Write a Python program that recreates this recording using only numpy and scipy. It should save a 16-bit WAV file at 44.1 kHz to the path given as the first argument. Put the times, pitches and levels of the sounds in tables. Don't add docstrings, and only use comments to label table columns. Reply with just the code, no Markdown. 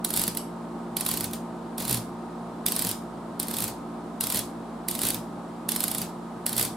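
import sys
import numpy as np
from scipy import signal
from scipy.fft import rfft, irfft, next_fast_len
from scipy.io import wavfile
from scipy.ndimage import uniform_filter1d, map_coordinates

SR = 44100
rng = np.random.default_rng(int(sys.argv[2]) if len(sys.argv) > 2 else 0)


def to_wav(sig):
    pcm = np.clip(np.atleast_2d(sig), -1, 1) * 32767
    pcm = np.round(pcm).astype(np.int16)
    wavfile.write(sys.argv[1], SR, pcm.T)


N = 298116


def amp(db):
    return 10 ** (np.asarray(db) / 20)


def unit(x):
    return x / np.sqrt(np.mean(x ** 2) + 1e-20)


def along(points, hz):
    point_hz, value = np.transpose(points)
    return np.interp(np.log(hz + 1), np.log(point_hz + 1), value)


def wobble(rate):
    knots = rng.standard_normal(int(N * rate / SR) + 4)
    return map_coordinates(knots, [np.arange(N) * rate / SR])


def noise(spectrum, alike, size):
    hz = np.fft.rfftfreq(size, 1 / SR)
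    turn = np.arccos(np.clip(along(alike, hz), -1, 1)) / 2
    white = rfft(rng.standard_normal((2, size)))
    shares = [np.cos(turn), np.sin(turn)]
    mid, side = irfft(white * amp(along(spectrum, hz)) * shares, size)
    return unit(np.array([mid + side, mid - side]))


# shaft_multiple [times shaft speed], level_db [dB rms]
MOTOR_TONES = [(1, -59.5), (2, -58.5), (2.3, -61.5), (3, -44.5), (4, -41.5), (5, -51.5), (6, -51.5),
               (6.15, -52), (7, -61), (8, -56.5), (9, -58), (13, -64), (13.75, -60), (16, -54.5), (18, -59),
               (21.82, -57.5)]
# time_s [s], level_db [dB]
HUM_SWELL = [(0, 0), (1.3, 1.3), (2.5, -0.3), (4, -0.6), (5.5, -1.5), (6.76, -1.5)]
SHAFT_HZ = 57.65


def motor():
    turns = np.cumsum(SHAFT_HZ * (1 + 0.000984 * wobble(2.953))) / SR
    hum = np.zeros(N)
    for multiple, level_db in MOTOR_TONES:
        strength = amp(level_db + 1.1 * wobble(5))
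        hum += strength * np.sin(2 * np.pi * (multiple * turns + rng.random()))
    swell_db = np.interp(np.arange(N) / SR, *np.transpose(HUM_SWELL))
    left_right = amp([[-.3], [.3]])
    return np.sqrt(2) * amp(swell_db) * hum * left_right


# pitch_hz [Hz], level_db [relative dB per Hz]
FAN_COLOUR = [(25, -56), (70, -14), (100, -21), (122, -4), (150, -13), (200, 1.5), (340, 0), (410, -4.5),
              (510, -10), (640, -3), (900, -5), (1250, -10), (1650, -21), (2500, -58)]
# pitch_hz [Hz], level_db [relative dB per Hz]
HISS_COLOUR = [(900, -7), (1800, 0.5), (2700, -5), (3900, -5), (6200, -12), (8000, -8.5), (10000, -11.5),
               (13000, -20), (16000, -28)]
# pitch_hz [Hz], likeness [0 to 1]
AIR_LIKENESS = [(60, 0.68), (200, 1), (400, 0.79), (900, 0.73), (2000, 0.5), (8000, 0.25)]


def air():
    rush = amp(-39.5 + 0.15 * wobble(12)) * noise(FAN_COLOUR, AIR_LIKENESS, N)
    hiss = amp(-56) * noise(HISS_COLOUR, AIR_LIKENESS, N)
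    left_right = amp([[-.3], [.3]])
    return (rush + hiss) * left_right


# [dB, force of the hand]
KNOB_SWEEPS = [
    [(0.048, 0, -20), (0.1056, 1, -26), (0.1397, 2, -24), (0.164, 3, -24), (0.1747, 4, -22),
     (0.2383, 7, -24), (0.2794, 8, -22.5), (0.3729, 9, -24)],
    [(0.969, 0, -22), (1.01, 1, -24), (1.0647, 2, -22), (1.14, 5, -26), (1.2432, 8, -27), (1.3343, 9, -32)],
    [(1.7816, 0, -29), (1.824, 2, -34), (1.8807, 4, -27.5), (1.9115, 6, -23), (1.9454, 8, -24),
     (1.9728, 9, -30)],
    [(2.6643, 0, -18.5), (2.685, 1, -24), (2.7217, 2, -22), (2.7646, 3, -22.5), (2.8227, 5, -23),
     (2.8493, 6, -26), (2.9137, 9, -26)],
    [(3.3995, 0, -22.5), (3.4303, 1, -30), (3.4842, 2, -31), (3.5685, 5, -27.5), (3.6415, 9, -26),
     (3.6805, 10, -32)],
    [(4.2095, 0, -20.5), (4.2395, 1, -24.5), (4.302, 3, -25), (4.3465, 5, -25), (4.3723, 7, -25),
     (4.392, 8, -25.5)],
    [(4.886, 0, -22), (4.913, 1, -27), (4.9916, 3, -28.5), (5.0175, 4, -24), (5.105, 9, -23.5),
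     (5.1453, 10, -28.5)],
    [(5.6906, 0, -20.5), (5.7196, 1, -23), (5.8057, 3, -23.5), (5.84, 4, -20.5), (5.8815, 5, -25),
     (6.0173, 9, -27.5)],
    [(6.4651, 0, -19.5), (6.4937, 1, -29), (6.5664, 3, -26.5), (6.581, 4, -21), (6.6285, 7, -23),
     (6.651, 8, -26)],
]


def detents():
    rows = []
    for sweep in KNOB_SWEEPS:
        time_s, position, force_db = np.transpose(sweep)
        position = np.round(position)
        notches = np.arange(position[0], position[-1] + 1)
        times = np.interp(notches, position, time_s)
        forces = np.interp(notches, position, force_db)
        steps = np.maximum(np.abs(np.diff(times)), .005)
        speeds = 1 / np.r_[steps[0], steps]
        rows += zip(times, forces, speeds, np.linspace(0, 1, len(times)))
    return np.array(rows)


USUAL_FORCE_DB, USUAL_SPEED = -25, 34.6
SPRING_HZ, SPRING_SCATTER = 11500, 0.053
CLACK_DB, CLACK_FALLS, CLACK_DB_PER_DOUBLING = -5.5, 0.29, -0.5
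THUD_DB, THUD_SCATTER_DB = -39, 2
THUD_GROWS_DB, THUD_DB_PER_DOUBLING = 4.5, 3.5


def blow(force_db, speed, done):
    doublings = np.log2(speed / USUAL_SPEED)
    clack_db = CLACK_DB - CLACK_FALLS * (force_db - USUAL_FORCE_DB) + CLACK_DB_PER_DOUBLING * doublings
    thud_db = THUD_DB + THUD_GROWS_DB * done + THUD_DB_PER_DOUBLING * doublings
    thud_db += THUD_SCATTER_DB * rng.standard_normal()
    ring_hz = SPRING_HZ * (1 + SPRING_SCATTER * rng.standard_normal())
    return force_db, clack_db, thud_db, ring_hz


def varied(spectrum, spread_db):
    return [(hz, db + spread_db * rng.standard_normal()) for hz, db in spectrum]


def burst(carrier, envelope):
    return unit(carrier * envelope) * np.sqrt(np.mean(envelope ** 2))


def strike(t, rise, fall):
    return np.exp(np.minimum(t, 0) / rise - np.maximum(t, 0) / fall)


def doubled(x, copy_db=-7):
    lag = round(rng.uniform(.0002, .0012) * SR)
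    return (x + amp(copy_db) * np.roll(x, lag, axis=1)) / np.hypot(1, amp(copy_db))


# pitch_hz [Hz], level_db [relative dB per Hz]
SNAP_COLOUR = [(4500, -13), (6500, -13.5), (7900, -4), (10000, 0.5), (11800, 0), (13200, -1.5), (15000, -7),
               (16000, -14)]
CLACK_COLOUR = [(300, -12), (900, -2), (1400, -5.5), (1900, -6), (2600, -6), (3400, 3.5), (4700, 5.5),
                (6000, -4), (8000, -3)]
THUD_COLOUR = [(30, -55), (62, -4), (88, -9), (100, -12.5), (120, 1.5), (148, -2.5), (190, 7), (250, -1.5),
               (370, -6.5), (500, -7.5), (1000, -16.5)]
# pitch_hz [Hz], level_db [relative dB], t60_s [s to fall by 60 dB]
METAL_RING = [(1530, -27, 0.059), (3450, -27, 0.051), (4610, -26, .04), (5280, -24.5, 0.075),
              (7860, -28, .03), (11200, -17, .02)]


def detent(snap_db, clack_db, thud_db, ring_hz, size=4096):
    t = (np.arange(size) - size // 16) / SR
    ring = [(ring_hz / 2, -70), (ring_hz * .85, -30), (ring_hz * .95, -6), (ring_hz, 0),
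            (ring_hz / .95, -6), (ring_hz / .85, -30), (SR / 2, -60)]
    contacts = noise(varied(SNAP_COLOUR, spread_db=1.2), [(8000, 0.72), (14000, 0.41)], size)
    spring = noise(ring, [(10000, 0.56)], size)
    scrape = amp(-14) * strike(t, rise=.0088, fall=.0011)
    seat = strike(t, rise=.0008, fall=.0007)
    chatter = amp(-5) * strike(t, rise=.0011, fall=.0043)
    snap_shape = amp(2) * (seat + chatter) + scrape
    left_right = amp([[-2.2], [1.8]])
    snap = amp(snap_db) * burst(contacts + amp(-13) * spring, snap_shape) * left_right

    body = noise(varied(CLACK_COLOUR, spread_db=1.1), [(1000, 0.63), (5000, 0.99)], size)
    clack = amp(snap_db + clack_db) * burst(body, strike(t, rise=.0022, fall=.0054))
    case = noise(THUD_COLOUR, [(100, 0.92)], size)
    thud = amp(thud_db) * burst(case, strike(t - .003, rise=.0038, fall=.021))

    after = np.maximum(t, 0)
    metal = np.zeros(size)
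    for hz, level_db, t60 in METAL_RING:
        fading = amp(level_db + rng.normal(0, 2.2) - 60 * after / t60)
        metal += fading * np.sin(2 * np.pi * hz * (1 + rng.normal(0, 0.0084)) * after)
    return doubled(snap + clack) + thud + amp(snap_db + 2) * metal


# pitch_hz [Hz], t60_s [s to fall by 60 dB]
ROOM_FADE = [(120, 1), (500, 0.15), (1500, .26), (4000, 0.29), (9000, .28), (15000, 0.31)]


def room(x, size=14000):
    echoes = noise([(1000, 0)], [(200, 0.94), (1500, 0.66), (10000, 0.084)], size)
    hz, t, bands = signal.stft(echoes, SR, nperseg=256)
    colour_db = [(200, -5), (1500, 1), (4000, 1.5), (8000, 3), (11000, -3.5), (15000, -10)]
    colour = amp(along(colour_db, hz))[:, None]
    build = 1 - np.exp(-t / .0042)
    fade = amp(-60 * t / along(ROOM_FADE, hz)[:, None])
    tail = signal.istft(bands * build * fade * colour, SR, nperseg=256)[1]
    return signal.fftconvolve(x.mean(0)[None], unit(tail) / np.sqrt(tail.shape[1]), axes=1)


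def add(track, x, start):
    part = x[:, :track.shape[1] - start]
    track[:, start:start + part.shape[1]] += part


LIFT_LEAD, LIFT_DB = .24, -11


def selector(size=4096):
    track = np.zeros((2, N))
    for time_s, force_db, speed, done in detents():
        hit = blow(force_db, speed, done)
        start = round(time_s * SR) - size // 16
        if done > 0:
            add(track, amp(LIFT_DB) * detent(*hit), start - round(LIFT_LEAD / speed * SR))
        add(track, detent(*hit), start)
        add(track, amp(-6.5) * room(detent(*hit)), start)
    return track


# pitch_hz [Hz], level_db [relative dB per Hz]
RASP_COLOUR = [(500, -11), (1300, -5), (2000, -4), (3300, 4), (4800, 4), (6300, -6), (8500, 6.5),
               (11500, 5), (15500, -2)]


def wipers():
    t = np.arange(N) / SR
    times, forces = detents().T[:2]
    position = np.interp(t, times, np.arange(len(times)))
    speed = np.abs(uniform_filter1d(np.gradient(position) * SR, size=700))
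    force_db = np.interp(t, times, forces)
    loudness = amp(force_db - 11.5) * (speed / 55) ** 1.4
    grain = unit(amp(2.8 * wobble(700)))
    return loudness * grain * noise(RASP_COLOUR, [(1000, 0.85), (10000, 0.62)], N)


# middle_s [s], level_db [dB peak], pitch_hz [Hz at the middle], half_length_s [s]
CASE_SWELLS = [(0.18, -43, 125, 0.043), (1.232, -40.5, 104, 0.087), (1.95, -31, 123, 0.064),
               (2.882, -39.5, 107, .045), (3.62, -41, 112, 0.073), (6.588, -37.5, 123.5, 0.063)]


def booms(sag_hz=170):
    out = np.zeros(N)
    for middle_s, level_db, hz, half_length in CASE_SWELLS:
        t = np.arange(N) / SR - middle_s
        swell = amp(level_db) * np.exp(-(t / half_length) ** 2)
        out += swell * np.sin(2 * np.pi * (hz - sag_hz * t / 2) * t)
    return out


def scene():
    return motor() + air() + selector() + wipers() + booms()


TOP_HZ = 15650


def record(dry):
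    size = next_fast_len(N + SR // 2)
    hz = np.fft.rfftfreq(size, 1 / SR)
    lowpass = 1 / np.sqrt(1 + (hz / TOP_HZ) ** 160)
    return irfft(rfft(dry, size) * lowpass, size)[:, :N]


dry = scene()
out = record(dry)
to_wav(out)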